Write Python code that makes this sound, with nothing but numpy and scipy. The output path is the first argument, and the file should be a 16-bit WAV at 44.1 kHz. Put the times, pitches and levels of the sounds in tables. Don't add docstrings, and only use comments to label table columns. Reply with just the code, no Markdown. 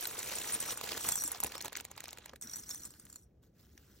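import sys
import numpy as np
from scipy import signal
from scipy.fft import rfft, irfft
from scipy.io import wavfile
from scipy.ndimage import uniform_filter1d

SR = 44100
rng = np.random.default_rng(int(sys.argv[2]) if len(sys.argv) > 2 else 0)


def dump_mix(stems):
    frames = np.atleast_2d(stems).T
    limited = np.clip(frames, -1, 1)
    pcm = np.round(limited * 32767).astype(np.int16)
    wavfile.write(sys.argv[1], SR, pcm)


N = 176400
T = np.arange(N) / SR
BLOW_T = T[:SR // 8]

# t/s, relative level/dB, main ring f/Hz
BRICK_HITS = [(0.0251, -35, 8850), (0.0711, -31.5, 13900), (0.1895, -32.5, 7130), (0.385, -31.5, 7100),
              (0.54, -28.5, 8730), (0.602, -28, 8600), (0.617, -37, 8000), (0.7738, -33, 8460),
              (1.0885, -22, 8130), (1.1207, -24, 7500), (1.1555, -26, 7630), (1.221, -31.5, 9000),
              (1.2371, -26, 10800), (1.276, -32, 11000), (1.317, -27.5, 11020), (1.4022, -28, 11300),
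              (1.4355, -24.5, 11250), (1.4671, -34.5, 11000), (2.412, -42, 8440), (2.422, -39, 7800),
              (2.472, -42, 5800), (2.496, -40.5, 5750), (2.514, -42, 5780), (2.5344, -35, 5780),
              (2.558, -36.5, 7940), (2.566, -40, 11640), (2.6352, -47, 5270), (2.692, -36.5, 6380),
              (2.704, -35.5, 6750), (2.709, -35, 5500), (2.712, -40.5, 5550), (2.746, -37.5, 8840),
              (2.8518, -37.5, 7760), (2.905, -47, 7600), (2.997, -45, 8500), (3.052, -48.5, 10760),
              (3.0994, -47.5, 7400), (3.127, -46.5, 7320), (3.1581, -41, 7230)]
# f/Hz, level/dB
CONTACT_COLOUR = [(100, -4.5), (400, -9.5), (1500, -3), (3000, -15), (4800, -9.5), (5700, -3), (8500, 6),
                  (11000, -0.5), (13500, 0), (16000, -10)]
# t/s, level/dB, f/Hz, t60/s
FREE_RINGS = [(0.766, -46.5, 7000, 0.33), (1.129, -41, 3410, 0.095), (1.165, -44, 5950, 0.24),
              (1.2083, -35, 5755, 0.15), (1.246, -34, 7500, 0.098), (1.25, -43, 296, 0.071),
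              (1.278, -24.5, 7440, 0.019), (1.468, -49.5, 5755, 0.16), (1.565, -44, 5440, 0.11),
              (1.606, -35.5, 4230, 0.027), (2.422, -52, 5800, .2), (2.531, -53, 4460, 0.052),
              (2.536, -40, 5840, 0.13), (3.158, -61.5, 7450, 0.069)]
# t/s, relative level/dB
JOSTLE_CURVE = [(0, -41.5), (.16, -50.5), (.33, -43), (.43, -45.5), (.53, -38.5), (.58, -49.5), (.72, -39),
                (.8, -65), (.97, -48.5), (1.06, -37.5), (1.17, -37.5), (1.25, -38), (1.36, -63),
                (1.47, -54), (1.7, -85), (2.405, -82), (2.42, -43), (2.47, -54.5), (2.57, -46),
                (2.65, -55.5), (2.72, -43), (2.8, -50.5), (2.86, -46), (2.89, -60.5), (3.02, -64),
                (3.15, -61.5), (3.24, -67), (3.29, -105)]
# f/Hz, relative level/dB, t60/s
BRICK_RESONANCES = [(3510, -18, 0.12), (4300, -13.5, 0.033), (5800, -11, 0.045), (5800, -2, 0.037),
                    (6540, -5.5, 0.0092), (7220, -7, 0.048), (8080, -3.5, 0.015), (8840, 5, 0.029),
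                    (11220, -1.5, 0.02), (12500, -4, 0.016)]
# t/s, level/dB
LANDINGS = [(1.084, -47), (1.4445, -38), (1.552, -46), (1.654, -46), (2.185, -54), (2.332, -46)]
# f/Hz, level/dB
MAT_COLOUR = [(30, -15), (70, 7), (170, -2), (320, 1.5), (550, 9.5), (900, -21), (1600, -12), (16000, -43)]
# t/s, body/dB, crack/dB, treble/dB
FOLD_SNAPS = [(0.054, -42, -32, -26), (0.2286, -49, -41, -28.5), (0.324, -41.5, -49, -40),
              (0.374, -53, -51, -41), (0.457, -50, -46, -40), (0.706, -47, -38.5, -44),
              (0.8116, -38.5, -36.5, -28), (0.8903, -43.5, -34.5, -28), (0.9185, -43, -34.5, -29),
              (0.9768, -43.5, -36.5, -27.5), (1.086, -38, -35, -24.5), (1.347, -43, -43, -48),
              (1.43, -41, -43, -43), (1.4447, -39, -32.5, -24.5), (1.462, -41.5, -38.5, -34),
              (1.52, -49, -40.5, -33.5), (1.553, -39, -38.5, -32.5), (1.5794, -46, -42.5, -33.5),
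              (1.6071, -49, -40, -40), (1.6122, -49.5, -43.5, -32), (1.6232, -75, -67, -33.5),
              (1.647, -44, -41, -32), (1.6562, -44.5, -39, -29.5), (1.6804, -44, -40, -33),
              (1.7235, -45.5, -50.5, -46), (1.729, -50.5, -41, -33.5), (1.7534, -63, -39, -45),
              (1.7651, -43, -40.5, -32), (1.7699, -49.5, -39, -27.5), (1.783, -54, -46, -49),
              (1.7996, -57, -42, -40), (1.8078, -50, -45, -33), (1.8501, -44.5, -41, -32),
              (1.9136, -49, -48, -37), (1.9637, -55.5, -63, -48), (1.9772, -44.5, -41, -35),
              (2.0043, -55, -41.5, -32), (2.0395, -47.5, -42, -34), (2.0559, -54, -43, -41),
              (2.0813, -47.5, -48, -35.5), (2.089, -71, -45.5, -46), (2.1072, -69, -69, -42),
              (2.1296, -46, -41, -34), (2.173, -75, -49, -43), (2.1842, -51, -46, -39),
              (2.2584, -52, -45, -36), (2.2937, -52, -47.5, -49), (2.3342, -49.5, -58, -48.5),
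              (2.359, -62, -49.5, -42.5)]
# f/Hz, level/dB
FOLD_COLOUR = [(100, -19), (500, -3), (1500, 6), (3000, -1.5), (4200, 2.5), (6500, 13), (9000, 5),
               (12000, -0.5), (16000, -4.5)]
# t/s, relative level/dB
RUSTLE_CURVE = [(0, -50), (.12, -53.5), (.22, -51.5), (.38, -47), (.43, -50.5), (.47, -47), (.55, -47.5),
                (.59, -51), (.67, -48), (.725, -47), (.745, -58), (.8, -54), (.84, -48.5), (.93, -46),
                (1, -50), (1.08, -47.5), (1.2, -62.5), (1.35, -52.5), (1.39, -56), (1.5, -57),
                (1.56, -51.5), (1.6, -61), (1.66, -52.5), (1.71, -65.5), (1.79, -54.5), (1.83, -66),
                (1.945, -66.5), (2, -61), (2.3, -65.5), (2.4, -94.5)]
# f/Hz, level/dB
FILM_COLOUR = [(40, -25.5), (100, 2.5), (200, -3), (420, 6.5), (800, -0.5), (1500, -3), (3000, 0.5),
               (5000, -1.5), (7000, -1), (9000, -1), (12000, -3), (16000, -10)]
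# t/s, level/dB
WRINKLE_SHARE = [(.6, -.5), (1.1, -2), (1.8, -1)]
# t/s, level/dB
SLIDE_CURVE = [(2.39, -100), (2.43, -57.5), (2.75, -59.5), (2.92, -64.5), (3.16, -71.5), (3.26, -87),
               (3.41, -101), (3.43, -66), (3.52, -87.5), (3.6, -63), (3.68, -70.5), (3.84, -66)]
# f/Hz, level/dB
SKIN_COLOUR = [(40, -6), (130, 13), (260, 22), (450, 7.5), (900, 2), (1550, 11.5), (2300, 2.5), (5000, 7),
               (8000, 5), (16000, 4.5)]
# t/s, relative level/dB
HAND_TAPS = [(2.938, -51.5), (3.066, -51), (3.141, -57), (3.777, -45.5)]
# f/Hz, t60/s
ROOM_DECAY = [(100, 0.99), (600, 0.15), (16000, 0.055)]
# f/Hz, level/dB
ROOM_TONE_COLOUR = [(25, -21), (60, 5), (130, -0.5), (260, -7), (500, -12.5), (1000, -32.5), (4000, -47.5)]
# f/Hz, phase/rad
MIC_PHASE = [(30, 0), (300, -.2), (600, -1.1), (1000, .1), (2200, .05), (3000, .9), (4300, .9), (4800, 3),
             (5100, 5.7), (6000, 6.9), (8000, 8.3), (10000, 9.45), (12000, 10.8), (14700, 12.5)]
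# f/Hz, correlation/0..1
MIC_LIKENESS = [(100, .99), (400, .93), (720, .68), (1200, .96), (2000, .98), (3100, .6), (4000, .77),
                (4800, .45), (5600, .88), (8000, .9), (10300, .99), (13400, .77), (15500, .97)]
# f/Hz, level/dB
MIC_BALANCE = [(150, 0), (480, 3.5), (820, -8), (1200, -1), (2000, -.5), (2900, -3), (4600, -3), (5300, 1),
               (7000, 0)]

CONTACT_S, FLURRY_S = 0.0016, 0.007
TOP_HZ = 16150


def brick_clicks(ring_s=0.0043, detune_hz=132):
    cracks, rings = np.zeros(N), np.zeros(N)
    envelope = np.exp(-BLOW_T / ring_s) * (1 - np.exp(-2 * BLOW_T / CONTACT_S))
    for s, db, hz in BRICK_HITS:
        add(cracks, s, 2 * amp(db - 6) * burst(CONTACT_S, tail_s=0.006, tail_db=-14))
        twin_hz = hz + detune_hz * rng.standard_normal()
        pair = np.sin(2 * np.pi * hz * BLOW_T) + .5 * np.sin(2 * np.pi * twin_hz * BLOW_T)
        wall = amp(-10) * np.sin(2 * np.pi * hz * rng.uniform(.55, .8) * BLOW_T)
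        add(rings, s, amp(db + 1) * (pair + wall) * envelope)
    for s, db, hz, t60 in FREE_RINGS:
        add(rings, s, amp(db) * mode(hz, t60))
    return colour(cracks, CONTACT_COLOUR) + rings


def brick_jostle(knocks_per_s=650, size_spread=.018, palm_from_s=2.4, palm_hz=6100, palm_db_per_oct=7.5):
    effort, hits, rings = level(JOSTLE_CURVE), np.zeros(N), np.zeros(N)
    count = len(BRICK_RESONANCES)
    for hz, db, t60 in BRICK_RESONANCES:
        knocks = grains(knocks_per_s / count, spread_db=2.3) * effort / np.sqrt(count)
        palm = amp(-palm_db_per_oct * max(np.log2(hz / palm_hz), 0))
        knocks *= np.where(T > palm_from_s, palm, 1)
        knock_index = np.cumsum(knocks != 0)
        pitch = hz * (1 + size_spread * rng.standard_normal(N)[knock_index])
        decay = np.exp(-np.log(1000) / (t60 * SR))
        swing = signal.lfilter([np.sqrt(2 * (1 - decay ** 2))], [1, -decay], knocks + 1e-20)
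        rings += amp(db) * swing * np.sin(2 * np.pi * np.cumsum(pitch) / SR)
        hits += knocks
    fade = 1 / (CONTACT_S * SR)
    tick_power = signal.lfilter([fade], [1, -np.exp(-fade)], hits ** 2 + 1e-20)
    ticks = np.sqrt(tick_power) * rng.standard_normal(N)
    return amp(-4) * colour(ticks, CONTACT_COLOUR) + amp(1) * rings


def mat_thuds():
    blows = np.zeros(N)
    for s, db in LANDINGS:
        add(blows, s, amp(db) * burst(decay_s=0.0053))
    return colour(blows, MAT_COLOUR)


def bag_snaps(edges_hz=(167, 1370, 4640, TOP_HZ), band_gains_db=(5.5, 4, -4)):
    out = np.zeros(N)
    cracks = [fold_flurry() for _ in FOLD_SNAPS]
    for k, gain_db in enumerate(band_gains_db):
        band = np.zeros(N)
        for (s, *band_db), crack in zip(FOLD_SNAPS, cracks):
            add(band, s - FLURRY_S, amp(band_db[k] + gain_db) * crack)
        low, high = edges_hz[k:k + 2]
        bandpass = signal.butter(2, [low, high], "band", fs=SR, output="sos")
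        out += signal.sosfilt(bandpass, band + 1e-12 * rng.random(N)) * np.sqrt(2 * SR / (high - low))
    return colour(out, FOLD_COLOUR)


def fold_flurry(decay_s=0.0014):
    out = np.zeros(len(BLOW_T))
    add(out, FLURRY_S, burst(decay_s, tail_s=0.0047, tail_db=-23))
    for s in rng.uniform(0, 2 * FLURRY_S, size=3):
        add(out, s, amp(-11) * burst(decay_s / 2))
    return out


def bag_rustle(clump_s=.007, clump_db=3.5, slack_top_hz=2980, crisp_above_db=-52):
    clumps = unit(uniform_filter1d(rng.standard_normal(N), int(clump_s * SR)))
    effort = level(RUSTLE_CURVE)
    creases = unit(grains(per_s=6000, spread_db=1.5) * amp(clump_db * clumps)) * effort
    slack = signal.lfilter(*signal.butter(1, slack_top_hz, fs=SR), creases)
    crispness = np.minimum(effort / amp(crisp_above_db), 1)
    return amp(5) * colour(slack + crispness * (creases - slack), FILM_COLOUR)


def bag_crackle(pops_per_s=350, range_hz=(900, 7000), pitches=10):
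    out = np.zeros(N)
    for hz in np.geomspace(*range_hz, pitches):
        pop = mode(hz, t60=6 / hz)
        wrinkles = grains(pops_per_s / pitches, spread_db=3)
        out += signal.oaconvolve(wrinkles, pop[:SR // 100] / np.linalg.norm(pop))[:N]
    return unit(out) * level(RUSTLE_CURVE) * level(WRINKLE_SHARE)


def hand(tap_band_hz=(550, 6000)):
    taps = np.zeros(N)
    for s, db in HAND_TAPS:
        add(taps, s, 2 * amp(db) * burst(decay_s=0.0018))
    taps = signal.lfilter(*signal.butter(1, tap_band_hz, "band", fs=SR), taps + 1e-15)
    friction = grains(per_s=1400, spread_db=1) * level(SLIDE_CURVE)
    return taps + colour(friction, SKIN_COLOUR)


def room_reverb(x):
    hz, t, noise = signal.stft(rng.standard_normal(SR // 2), SR, nperseg=256)
    decay = amp(-60 * t / read(ROOM_DECAY, hz)[:, None])
    tail = signal.istft(noise * decay, SR, nperseg=256)[1]
    tail[:SR // 250] = 0
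    return signal.oaconvolve(x, tail / np.linalg.norm(tail))[:N]


def room_tone(level_db=-65):
    return amp(level_db) * unit(colour(rng.standard_normal(N), ROOM_TONE_COLOUR))


def amp(db):
    return 10 ** (np.asarray(db) / 20)


def unit(x):
    return x / np.sqrt(np.mean(x ** 2) + 1e-20)


def read(points, hz):
    f, value = np.transpose(points)
    return np.interp(np.log(hz + 1), np.log(f), value)


def level(points):
    return amp(np.interp(T, *np.transpose(points)))


def add(mix, s, sound):
    part = mix[max(round(s * SR), 0):][:len(sound)]
    part += sound[:len(part)]


def colour(x, points, size=4096):
    gain = unit(amp(read(points, abs(np.fft.fftfreq(size, 1 / SR)))))
    response = np.exp(np.conj(signal.hilbert(np.log(gain))))
    return signal.oaconvolve(x, np.fft.ifft(response).real[:size // 2])[:N]


def burst(decay_s, tail_s=1, tail_db=-200, rise_s=0.00061):
    t = T[:SR // 16]
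    shape = np.hypot(np.exp(-t / decay_s), amp(tail_db) * np.exp(-t / tail_s)) * (1 - np.exp(-t / rise_s))
    noise = rng.standard_normal(len(t)) * np.sqrt(shape)
    whitened = irfft(np.exp(1j * np.angle(rfft(noise))))
    return unit(whitened * np.sqrt(shape)) * np.sqrt(2 * np.mean(shape ** 2))


def grains(per_s, spread_db):
    chance, out = rng.random(N) * SR / per_s, np.zeros(N)
    at = np.flatnonzero(chance < 1)
    size = np.minimum(-np.log(chance[at] + 1e-12), 4)
    out[at] = (-1.) ** at * amp(spread_db * size)
    return unit(out)


def mode(hz, t60):
    onset = np.minimum(np.arange(len(BLOW_T)) / 20, 1)
    return amp(-60 * BLOW_T / t60) * np.sin(2 * np.pi * (hz * BLOW_T + rng.random())) * onset


def varied(x, depth_db, size=256):
    spectra = signal.stft(x, nperseg=size)[2]
    patches = uniform_filter1d(rng.standard_normal(spectra.shape), size=4, axis=0)
    patches = unit(uniform_filter1d(patches, size=4, axis=1))
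    gain = unit(amp(depth_db * np.clip(patches, -2, 2)))
    return signal.istft(spectra * gain, nperseg=size)[1][:N]


def table_top():
    bag_and_mat = varied(bag_rustle() + bag_crackle() + bag_snaps(), depth_db=2.5) + mat_thuds()
    pile = brick_clicks() + varied(brick_jostle() + hand(), depth_db=4)
    reverb = room_reverb(amp(-19) * bag_and_mat + amp(-16.5) * pile)
    return bag_and_mat + pile + reverb + room_tone()


def microphone_pair(shared, right_only):
    hz = np.fft.rfftfreq(2 * N, 1 / SR)
    left, detail = rfft(shared, 2 * N), rfft(right_only, 2 * N)
    likeness = np.clip(read(MIC_LIKENESS, hz), 0, 1)
    tilt = amp(read(MIC_BALANCE, hz) / 2)
    lag = np.exp(-1j * read(MIC_PHASE, hz))
    right = (likeness * left + np.sqrt(1 - likeness ** 2) * detail) * lag
    return irfft(np.array([left * tilt, right / tilt]))[:, :N]


def scene():
    return microphone_pair(table_top(), table_top())


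def record(dry):
    lowpass = signal.firwin(255, TOP_HZ, window=("kaiser", 8), fs=SR)
    return signal.oaconvolve(dry, lowpass[None], "same")


dry = scene()
out = record(dry)
dump_mix(out)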